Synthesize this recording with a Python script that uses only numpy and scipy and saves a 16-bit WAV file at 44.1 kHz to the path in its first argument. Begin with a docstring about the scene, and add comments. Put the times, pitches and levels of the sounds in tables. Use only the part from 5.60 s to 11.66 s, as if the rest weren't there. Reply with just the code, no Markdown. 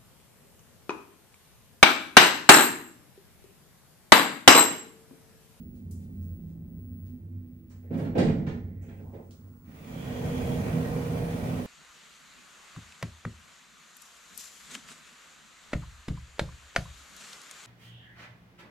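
"""Inside a small elevator car: under a faint switching whistle, the hum of the drive and shaped rumble carry it
along the shaft, with wavering sine drones of the panels that fade in and out and a light rustle of the guides.
It slows and stops with a clunk and a heavy thump: noise bursts and struck modes that ring on in the hard cabin.
The door coupler whines in narrow noise bands as it takes up its slack, and the lock clicks.
Two steel panels then roll open: rumble, scrape and hiss follow the door speed over throbbing drive tones."""
import sys
import numpy as np
from scipy import signal
from scipy.fft import rfft, irfft, next_fast_len
from scipy.io import wavfile
from scipy.ndimage import uniform_filter1d, map_coordinates

SR = 44100
rng = np.random.default_rng(int(sys.argv[2]) if len(sys.argv) > 2 else 0)


def digitize_waveform(pressure):
    """Quantize a signal to 16-bit integers and store it at the path in sys.argv[1].

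    Rows of a 2-D input are taken as channels; values are limited to [-1, 1].
    """
    field = np.atleast_2d(pressure).T
    bounded = np.clip(field, -1, 1)
    quanta = np.round(bounded * 32767).astype(np.int16)
    wavfile.write(sys.argv[1], SR, quanta)


N = 267290  # length in samples


def amp(db):
    """Level law: decibels to amplitude gain."""
    return 10 ** (np.asarray(db) / 20)


def unit(x):
    """Normalisation: scale to rms 1."""
    return x / np.sqrt(np.mean(x ** 2) + 1e-20)


def along(points, hz):
    """Logarithmic interpolation: read (f/Hz, value) points on a log frequency axis."""
    f, value = np.transpose(points)
    return np.interp(np.log(hz + 1), np.log(f + 1), value)


def curves(rows):
    """Linear interpolation: one value per sample for each column after the time."""
    s, *columns = np.transpose(rows)
    return [np.interp(np.arange(N) / SR, s, column) for column in columns]


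def wobble(rate):
    """Band-limited fluctuation: a smooth random curve with rate knots per second."""
    knots = rng.standard_normal(1024)
    return map_coordinates(knots, [np.arange(N) * rate / SR], mode="mirror")


def swell(start, end, fade):
    """Amplitude envelope: a sine-shaped gain that fades in from start and out towards end, all in s."""
    t = np.arange(N) / SR
    return np.sin(np.pi / 2 * np.clip(np.minimum(t - start, end - t) / fade, 0, 1))


def tone(hz, drift, rate):
    """Frequency modulation: a sine of rms 1 whose pitch wanders by the share drift."""
    cycles = np.cumsum(hz * (1 + drift * wobble(rate))) / SR
    return np.sqrt(2) * np.sin(2 * np.pi * cycles)


def lift(resonances, hz):
    """Resonance: the dB that a set of bell-shaped peaks and dips adds at each frequency."""
    return sum(db / (1 + (2 * (hz - centre) / width) ** 2) for centre, width, db in resonances)


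def standing_waves(hz, depth_db=3.0, spacing_hz=13):
    """Modal overlap: dense random cabin modes ripple the spectrum, from 250 Hz up and fully from 750 Hz."""
    knots = rng.standard_normal(4096)
    ripple = np.interp(hz / spacing_hz, np.arange(len(knots)), knots)
    return depth_db * np.clip(hz / 500 - .5, 0, 1) * ripple


def octave_band(hz, centre, octaves):
    """Band-pass response in dB: down 3 dB at the given octaves to each side of the centre."""
    return -10 * np.log10(1 + (np.log2((hz + 1) / centre) / octaves) ** 4)


# likeness of left and right in diffuse sound: f/Hz, coherence
COHERENCE = [(130, 0.97), (290, 0.91), (640, 0.24), (1300, -0.21), (3000, 0.0071), (15000, -0.18)]


def noise(colour_db, size=N):
    """Diffuse field: coloured stereo noise of rms 1, alike in the bass and nearly unrelated in the treble."""
    m = next_fast_len(size, True)
    hz = np.fft.rfftfreq(m, 1 / SR)
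    # the angle divides the power between mid and side
    angle = np.arccos(np.clip(along(COHERENCE, hz), -1, 1)) / 2
    z = rfft(rng.standard_normal((2, m))) * amp(colour_db(hz)) * [np.cos(angle), np.sin(angle)]
    mid, side = irfft(z, m)[:, :size]
    return unit(np.array([mid + side, mid - side]))


# reverberation of the cabin: f/Hz, t60/s
REVERBERATION = [(80, 0.9), (200, 0.36), (500, 0.58), (1500, 0.48), (4000, 0.4), (8000, 0.46),
                 (15000, 0.15)]


def die_away(x):
    """Reverberant decay: each band of x falls 60 dB in the cabin's own time."""
    hz, t, z = signal.stft(x, SR, nperseg=512)
    decay_db = -60 * t / along(REVERBERATION, hz)[:, None]
    return signal.istft(z * amp(decay_db), SR, nperseg=512)[1][:, :x.shape[1]]


def add(track, s, x):
    """Superposition: mix x into the track at time s."""
    part = track[:, max(round(s * SR), 0):][:, :x.shape[1]]
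    part += x[:, :part.shape[1]]


# switching whistle, before its trim: t/s, level/dB
WHISTLE_LEVEL = [(0, -62), (2.0, -70), (2.9, -75), (3.7, -69), (4.9, -73), (6.06, -88)]
# spectrum of the shaft air: f/Hz, relative density/dB per Hz
AIR_SPECTRUM = [(30, -1), (300, 22.5), (800, 4), (1200, 5), (2100, 4.5), (3000, -1.5), (6000, -5.5),
                (10000, -4.5), (14000, -4), (15300, 12.5)]


def background(air_db=-65.5, whistle_db=1, waver_db=4.5):
    """Broadband flow noise of the shaft air and the wavering switching tone of the drive electronics."""
    level, = curves(WHISTLE_LEVEL)
    carrier = 2 * np.pi * 15687 * np.arange(N) / SR  # 15687 Hz
    whistle = []
    # at so short a wavelength the strength and phase differ from left to right
    for channel in "LR":
        gain = amp(level + whistle_db + waver_db * wobble(4.4))
        whistle.append(gain * np.sqrt(2) * np.sin(carrier + 1.0 * wobble(3)))
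    air = noise(lambda hz: along(AIR_SPECTRUM, hz) + standing_waves(hz))
    return amp(air_db) * air + np.array(whistle)


# the car cruises, then slows; the stop leaves it shuddering on its ropes; a faint rumble of the shaft stays
CRUISE_DB, SLOWS_AT_S, SLOWING_DB_PER_S, IDLE_DB = -44.5, 1.19, 10, -55
STOP_S, SHUDDER_DB, SHUDDER_RISE_S, SHUDDER_DB_PER_S = 2.456, -32, 0.072, 17.5


def shaking():
    """Energy addition: the shaking by the travel, by the stop and at rest sums as mean squares."""
    t = np.arange(N) / SR
    travel = amp(CRUISE_DB - SLOWING_DB_PER_S * np.maximum(t - SLOWS_AT_S, 0))
    since = np.maximum(t - STOP_S, 0)
    shudder = amp(SHUDDER_DB - SHUDDER_DB_PER_S * since) * (1 - np.exp(-since / SHUDDER_RISE_S))
    return np.sqrt(travel ** 2 + shudder ** 2 + amp(IDLE_DB) ** 2)


# hum of the drive as the car travels and as it stands, before its trim: t/s, level/dB
HUM_IN_TRAVEL = [(0.0, -50), (0.16, -75), (0.24, -42), (0.76, -36.5), (0.8, -63), (0.89, -38.5),
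                 (0.92, -55), (1.44, -38), (1.57, -54), (1.65, -41.5), (1.83, -38.5), (1.91, -54),
                 (2.28, -42.5)]
HUM_AT_REST = [(3.2, -40), (3.812, -55.5), (3.832, -45), (4.05, -69)]
# the hum's pitch rises a little up to the moment the car slows
HUM_CRUISE_HZ, HUM_BRAKING_HZ, HUM_GLIDE_S = 90.2, 94.7, 0.29
# spectrum of the ride: f/Hz, relative density/dB per Hz
RIDE_SPECTRUM = [(20, -30), (40, -1.5), (70, 3.5), (115, -2), (165, -2.5), (235, -4), (300, -16),
                 (450, -19.5), (600, -31), (1000, -41), (2500, -67), (6000, -100)]
# resonances of the cabin, shared with the booms of the blows: f/Hz, width/Hz, lift/dB
CABIN_RESONANCES = [(50, 20, -7.5), (93, 7.8, 2.5), (130, 17, -3), (162.7, 15.7, 7.5), (188.7, 2.2, 7.5),
                    (245.7, 26, 7.5), (334, 32, 6), (419, 6.3, -5)]


def ride(hum_db=-2, flutter_db=2.5, rumble_db=0, restless_db=0.0):
    """Forced vibration: the drive hums through the ropes, the guide shoes shake the cabin's resonances."""
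    level, = curves(np.vstack([HUM_IN_TRAVEL, HUM_AT_REST]))
    pitch, = curves([(SLOWS_AT_S - HUM_GLIDE_S, HUM_CRUISE_HZ), (SLOWS_AT_S, HUM_BRAKING_HZ)])
    hum = amp(level + hum_db + flutter_db * wobble(18)) * tone(pitch, drift=0.019, rate=25)

    def colour(hz):
        return along(RIDE_SPECTRUM, hz) + lift(CABIN_RESONANCES, hz) + standing_waves(hz)

    return hum + shaking() * amp(rumble_db + restless_db * wobble(19)) * noise(colour)


def guide_rattle(rattle_db=-76, uneven_db=3, centre_hz=4400, octaves=1.9):
    """Sliding friction: the guide shoes rustle lightly and fade out by the time the car slows."""
    gain = amp(rattle_db + uneven_db * wobble(16.5)) * swell(-np.inf, SLOWS_AT_S, fade=0.7)
    return gain * noise(lambda hz: octave_band(hz, centre_hz, octaves))


# wall panel tones, five in travel and one set off by the stop: start t/s, end t/s, f/Hz, mean level/dB
PANEL_DRONES = [(0.046, 0.99, 197.1, -51.5), (0.554, 1.245, 163.3, -46.5), (0.896, 2.407, 244.3, -54.5),
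                (1.58, 2.197, 328, -64.5), (0.116, 0.66, 407, -71), (2.578, 3.118, 232, -45)]


def drones():
    """Panel resonance: tones that swell, waver and fade, five in travel and one set off by the stop."""
    out = 0
    for start, end, hz, db in PANEL_DRONES:
        gain = amp(db + 3.2 * wobble(14)) * swell(start, end, fade=0.22)
        out = out + gain * tone(hz, drift=0.00652, rate=15)
    return out


# sharp clicks of switch and lock: t/s, level of the echo before the snap/dB, centre f/Hz
CLICK_EVENTS = [(0.3106, -54.5, 9500), (2.577, -58, 10500), (3.709, -61.5, 4740)]
# soft brushes of the guides and door gear: t/s, level/dB, centre f/Hz, half-width/octave
BRUSH_EVENTS = [(.146, -69.5, 5500, 1.4), (.611, -71, 6460, 0.37), (.8, -77, 3600, 0.76),
                (1.452, -69, 3200, 1.3), (2.094, -63.5, 5960, 0.5), (2.22, -62, 14500, 0.18),
                (2.323, -64, 11500, .76), (2.369, -56.5, 8500, 1.1), (2.411, -62, 12000, .4),
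                (3.213, -66, 7040, .25)]
CLICK_OCTAVES, CLICK_RISE_S, BRUSH_RISE_S = 0.74, 0.00024, 0.011


def ticks(snap_db=8, snap_life=0.00055):
    """Contact excitation: clicks snap, brushes swell, and both leave the cabin's bright reverberation."""
    out, t = np.zeros((2, N)), np.arange(SR // 2) / SR

    def echo(centre, octaves):
        return die_away(noise(lambda hz: octave_band(hz, centre, octaves), size=SR // 2))

    snap = (1 + amp(snap_db) * np.exp(-t / snap_life)) * (1 - np.exp(-t / CLICK_RISE_S))
    for s, db, centre in CLICK_EVENTS:
        add(out, s, amp(db) * snap * echo(centre, CLICK_OCTAVES))
    brush = 1 - np.exp(-t / BRUSH_RISE_S)
    for s, db, centre, octaves in BRUSH_EVENTS:
        add(out, s, amp(db) * brush * echo(centre, octaves))
    return out


def ring(modes, t, scatter_db=1.5):
    """Modal superposition: each blow lands elsewhere, so modes answer with new strengths and phases."""
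    mode_hz, mode_db, t60 = np.transpose(modes)[:, :, None]
    level = mode_db + rng.normal(0, scatter_db, mode_hz.shape) - 60 * t / t60
    phase = rng.uniform(0, 2 * np.pi, mode_hz.shape)
    # higher modes are further out of step between left and right
    phase = phase + rng.standard_normal((2, len(modes), 1)) * mode_hz / 1200
    return np.sum(amp(level) * np.sin(2 * np.pi * mode_hz * t + phase), axis=1)


# blows of brake, coupler and lock, before trims and decay:
# t/s, boom level/dB, panel ring level/dB, metal clatter level/dB
BLOWS = [(2.099, -67, -65, -62), (2.227, -57, -53.5, -73), (2.303, -26, -33.5, -57), (2.332, -27, -47, -48),
         (2.382, -27.5, -34, -46.5), (2.44, -31, -37.5, -47.5), (2.549, -24, -21.5, -43.5),
         (2.577, -17.5, -21, -32.5), (2.628, -20.5, -40, -41), (2.675, -23, -38, -43.5),
         (2.775, -26.5, -48, -56.5), (2.863, -32, -38, -42), (3.221, -53, -53, -67),
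         (3.28, -43, -51.5, -56), (3.39, -43, -49.5, -63), (3.53, -44, -41.5, -62),
         (3.829, -48.5, -59.5, -76), (4.071, -43, -61, -78)]
# modes of the car's panels, and of the coupler and lock steel: f/Hz, relative level/dB, t60/s
PANEL_MODES = [(310, -29, 0.52), (345, -0.5, 0.63), (422, -1.5, 0.75), (426, -9.5, 0.56), (444, -3.5, 0.73),
               (516, -9, 0.88), (548, -2.5, 0.52), (675.4, -10, 0.7), (800, -15.5, 0.67)]
STEEL_MODES = [(1405, -22, 0.48), (1565, 3, 0.25), (1637, -7, 0.35), (1740, -3, 0.36), (1967, -5.5, 0.52),
               (2260, -5, 0.36), (2370, -1, 0.35)]
# spectra of boom, panel wash and clatter: f/Hz, relative density/dB per Hz
BOOM_SPECTRUM = [(20, -63), (50, -40), (85, -12), (150, 2), (210, -2.5), (280, -2.5), (380, -27.5),
                 (700, -31), (2000, -69)]
PANEL_SPECTRUM = [(100, -24), (280, -12.5), (420, 7.5), (560, 1), (780, -8), (1100, -22), (2500, -25),
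                  (6000, -99)]
CLATTER_SPECTRUM = [(200, -51), (800, 4.5), (1150, -5), (1700, -0.5), (2500, -5.5), (4000, -6.5),
                    (6000, -12), (8500, -12.5), (10500, -20), (16000, -41)]
# a soft blow is dull above SOFT_HZ; a harder one gains an octave per DB_PER_OCTAVE and rises faster
SOFT_HZ, SOFT_RISE_S, HARD_ABOVE_DB, DB_PER_OCTAVE = 2400, 0.011, -45, 12.5


def knocks(modes_db=-8, wash_db=-3, steel_db=-12):
    """Impact excitation: each blow booms in the cabin, rings the wall panels and rattles the loose steel."""
    size = SR * 3 // 4
    out, t = np.zeros((2, N)), np.arange(size) / SR

    def boom_colour(hz):
        return along(BOOM_SPECTRUM, hz) + lift(CABIN_RESONANCES, hz) / 2

    for s, boom_db, ring_db, clatter_db in BLOWS:
        hardness = 2 ** (max(clatter_db - HARD_ABOVE_DB, 0) / DB_PER_OCTAVE)
        dull_hz, rise = SOFT_HZ * hardness, SOFT_RISE_S / np.sqrt(hardness)

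        def metal_colour(hz):
            contact = -10 * np.log10(1 + (hz / dull_hz) ** 3)  # a softer contact has less treble
            ripple = standing_waves(hz, depth_db=4.0, spacing_hz=44.77)
            return along(CLATTER_SPECTRUM, hz) + contact + ripple

        boom = amp(boom_db) * noise(boom_colour, size=size)
        wash = amp(ring_db + wash_db) * noise(lambda hz: along(PANEL_SPECTRUM, hz), size=size)
        clatter = amp(clatter_db) * noise(metal_colour, size=size)
        panels = amp(ring_db + modes_db) * ring(PANEL_MODES, t)
        steel = amp(clatter_db + steel_db) * ring(STEEL_MODES, t)
        add(out, s, (die_away(boom + wash + clatter) + panels + steel) * (1 - np.exp(-t / rise)))
    return out


# the doors speed up evenly, then ease off by a share of their top speed each second
DOOR_START_S, DOOR_RUN_UP_S, DOOR_EASING_PER_S = 4.025, 0.73, 0.17


def door_speed():
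    """Kinematics: uniform acceleration, then slow easing, as a share of the top speed."""
    since = np.arange(N) / SR - DOOR_START_S
    eased = 1 - DOOR_EASING_PER_S * np.maximum(since - DOOR_RUN_UP_S, 0)
    return np.clip(np.minimum(since / DOOR_RUN_UP_S, eased), 0, 1)


def whir(centre, width, db, uneven_db, rate):
    """Friction noise confined to a narrow band, with a fluctuating level where uneven_db is not 0."""
    def colour(hz):
        band = -10 * np.log10(1 + (2 * (hz - centre) / width) ** 4)
        return band + standing_waves(hz)

    return amp(db + uneven_db * wobble(rate)) * noise(colour)


# the coupler sings and scrapes as it takes up its slack: start t/s, end t/s, f/Hz, width/Hz, level/dB
COUPLER_BANDS = [(2.21, 3.4, 1978, 370, -74), (3.2, 3.45, 2100, 1300, -67.5),
                 (3.201, 4.205, 7668, 5700, -78.5), (3.414, 3.694, 680, 500, -58.5),
                 (3.65, 4.305, 1169, 652.3, -72)]
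# belt and bearings, before scaling by the door speed: f/Hz, width/Hz, level/dB
BELT_BANDS = [(2300, 900, -55), (3260, 260, -58), (6800, 740, -63)]
BEARING_BANDS = [(9000, 99.3, -68), (9530, 200, -64.5)]
# the belt sings in fits while it pulls the doors up to speed, then relaxes
BELT_RELAXES_S, BEARINGS_START_S = 5.28, 4.62


def whirs():
    """Friction-excited resonance: coupler, belt and bearings each sing in narrow bands as they move."""
    coupler = 0
    for start, end, *band in COUPLER_BANDS:
        coupler = coupler + swell(start, end, fade=0.093) * whir(*band, uneven_db=0.5, rate=30)
    belt = sum(whir(*band, uneven_db=3.0, rate=18) for band in BELT_BANDS)
    belt = belt * swell(DOOR_START_S, BELT_RELAXES_S, fade=.5)
    bearings = sum(whir(*band, uneven_db=0.0, rate=4.42) for band in BEARING_BANDS)
    bearings = bearings * swell(BEARINGS_START_S, np.inf, fade=.15)
    return coupler + door_speed() * (belt + bearings)


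def at_speed(top_db, db_per_decade):
    """Power law: the gain of a door noise that grows with the doors' speed."""
    return amp(top_db + db_per_decade * np.log10(door_speed() + 1e-6))


def rubbing(x, patchy_db=1.5):
    """Moving contact point: resonances a few hundred Hz wide come and go."""
    z = signal.stft(x, nperseg=512)[2]
    field = uniform_filter1d(rng.standard_normal(z.shape[1:]), size=3, axis=0)  # across frequency
    field = uniform_filter1d(field, size=24, axis=1)  # along time
    return unit(signal.istft(z * amp(patchy_db * unit(field)), nperseg=512)[1][:, :N])


# resonances of the door leaves and track: f/Hz, width/Hz, lift/dB
TRACK_RESONANCES = [(49.6, 7.3, 5), (135, 9.9, 5.5), (161, 6.8, 8.5), (249.7, 13, 11.5), (447.5, 12, 7),
                    (590, 38, -1), (696, 18, 7.5), (1544, 63, 4), (1908, 84, 7)]
# spectra of rollers, shoes and seals: f/Hz, relative density/dB per Hz
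ROLL_SPECTRUM = [(20, -32), (45, -6), (65, -5), (95, 3.5), (170, 2), (235, -1.5), (300, -9.5), (420, -8),
                 (600, -7.5), (800, -14.5), (1100, -24), (2500, -51), (6000, -90)]
SCRAPE_SPECTRUM = [(300, -17), (900, 2.5), (1400, 2), (1750, -4), (2300, -1), (3200, -7.5), (4500, -13.5),
                   (7000, -15.5), (12000, -21)]
HISS_SPECTRUM = [(1500, -19), (4000, -3), (7000, -4.5), (10200, -8), (11500, -1), (13700, -10.5),
                 (15500, 0)]
# mean level at top speed/dB, gain per tenfold speed/dB
ROLLERS, SHOES, SEALS = (-29.5, 31.6), (-46, 18.4), (-50.5, 19.5)


def doors(bumps_db=0.87, grit_db=1.0):
    """Rolling and sliding contact: rollers shake the leaves, guide shoes scrape the sill, the seals hiss."""
    bumps = bumps_db * wobble(22)

    def through_leaves(spectrum):
        return noise(lambda hz: along(spectrum, hz) + lift(TRACK_RESONANCES, hz) + standing_waves(hz))

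    rumble = at_speed(*ROLLERS) * amp(bumps) * through_leaves(ROLL_SPECTRUM)
    grit = amp(bumps / 2 + grit_db * wobble(120))
    scrape = at_speed(*SHOES) * grit * rubbing(through_leaves(SCRAPE_SPECTRUM))
    hiss = at_speed(*SEALS) * amp(bumps / 2) * through_leaves(HISS_SPECTRUM)
    return rumble + scrape + hiss


# low partials of the door drive at top speed, before the throb: f/Hz, level/dB
LOW_PARTIALS = [(165.7, -36.5), (250.3, -45)]
# beating pair of gear tones: f/Hz, mean level/dB
GEAR_PAIR = [(476.5, -42), (459, -52)]
# the door drive throbs once for each turn of its pulley, by THROB_DB up and down
THROB_HZ, THROB_PEAK_S, THROB_DB = 5.18, 4.79, 4
# the gear tones swell and fade while the doors run
GEAR_START_S, GEAR_END_S, GEAR_FADE_S = 4.317, 6.09, 0.84


def door_motor(flutter_db=-0.5, drone_growth=3.5, gear_flutter_db=2.0):
    """Amplitude modulation and beats: two low partials throb under a pair of gear tones."""
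    def partials(rows, depth_db):
        return sum(amp(db + depth_db * wobble(14)) * tone(hz, drift=0.0072, rate=20) for hz, db in rows)

    t = np.arange(N) / SR
    throb = amp(THROB_DB * np.cos(2 * np.pi * THROB_HZ * (t - THROB_PEAK_S)))
    drone = door_speed() ** drone_growth * throb * partials(LOW_PARTIALS, flutter_db)
    gears = swell(GEAR_START_S, GEAR_END_S, GEAR_FADE_S) * partials(GEAR_PAIR, gear_flutter_db)
    return drone + gears


def scene():
    """Superposition: everything as heard from the middle of the car."""
    travel = background() + ride() + guide_rattle() + drones()
    contacts = ticks() + knocks()
    return travel + contacts + whirs() + doors() + door_motor()


# lean of the sound: f/Hz, left minus right level/dB
STEREO_LEAN = [(70, -0.9), (150, -2), (300, -4.5), (600, -4), (1100, 0.2), (2200, -3), (4500, -0.6),
               (9000, 0.5)]
TOP_HZ = 15830  # upper band limit


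def record(dry):
    """Linear filtering: a level difference by frequency, mostly to the right, and a sharp upper band limit."""
    m = next_fast_len(N + SR // 4, True)
    hz = np.fft.rfftfreq(m, 1 / SR)
    lean = along(STEREO_LEAN, hz) / 2
    return irfft(rfft(dry, m) * amp([lean, -lean]) * (hz < TOP_HZ), m)[:, :N]


dry = scene()
out = record(dry)
digitize_waveform(out)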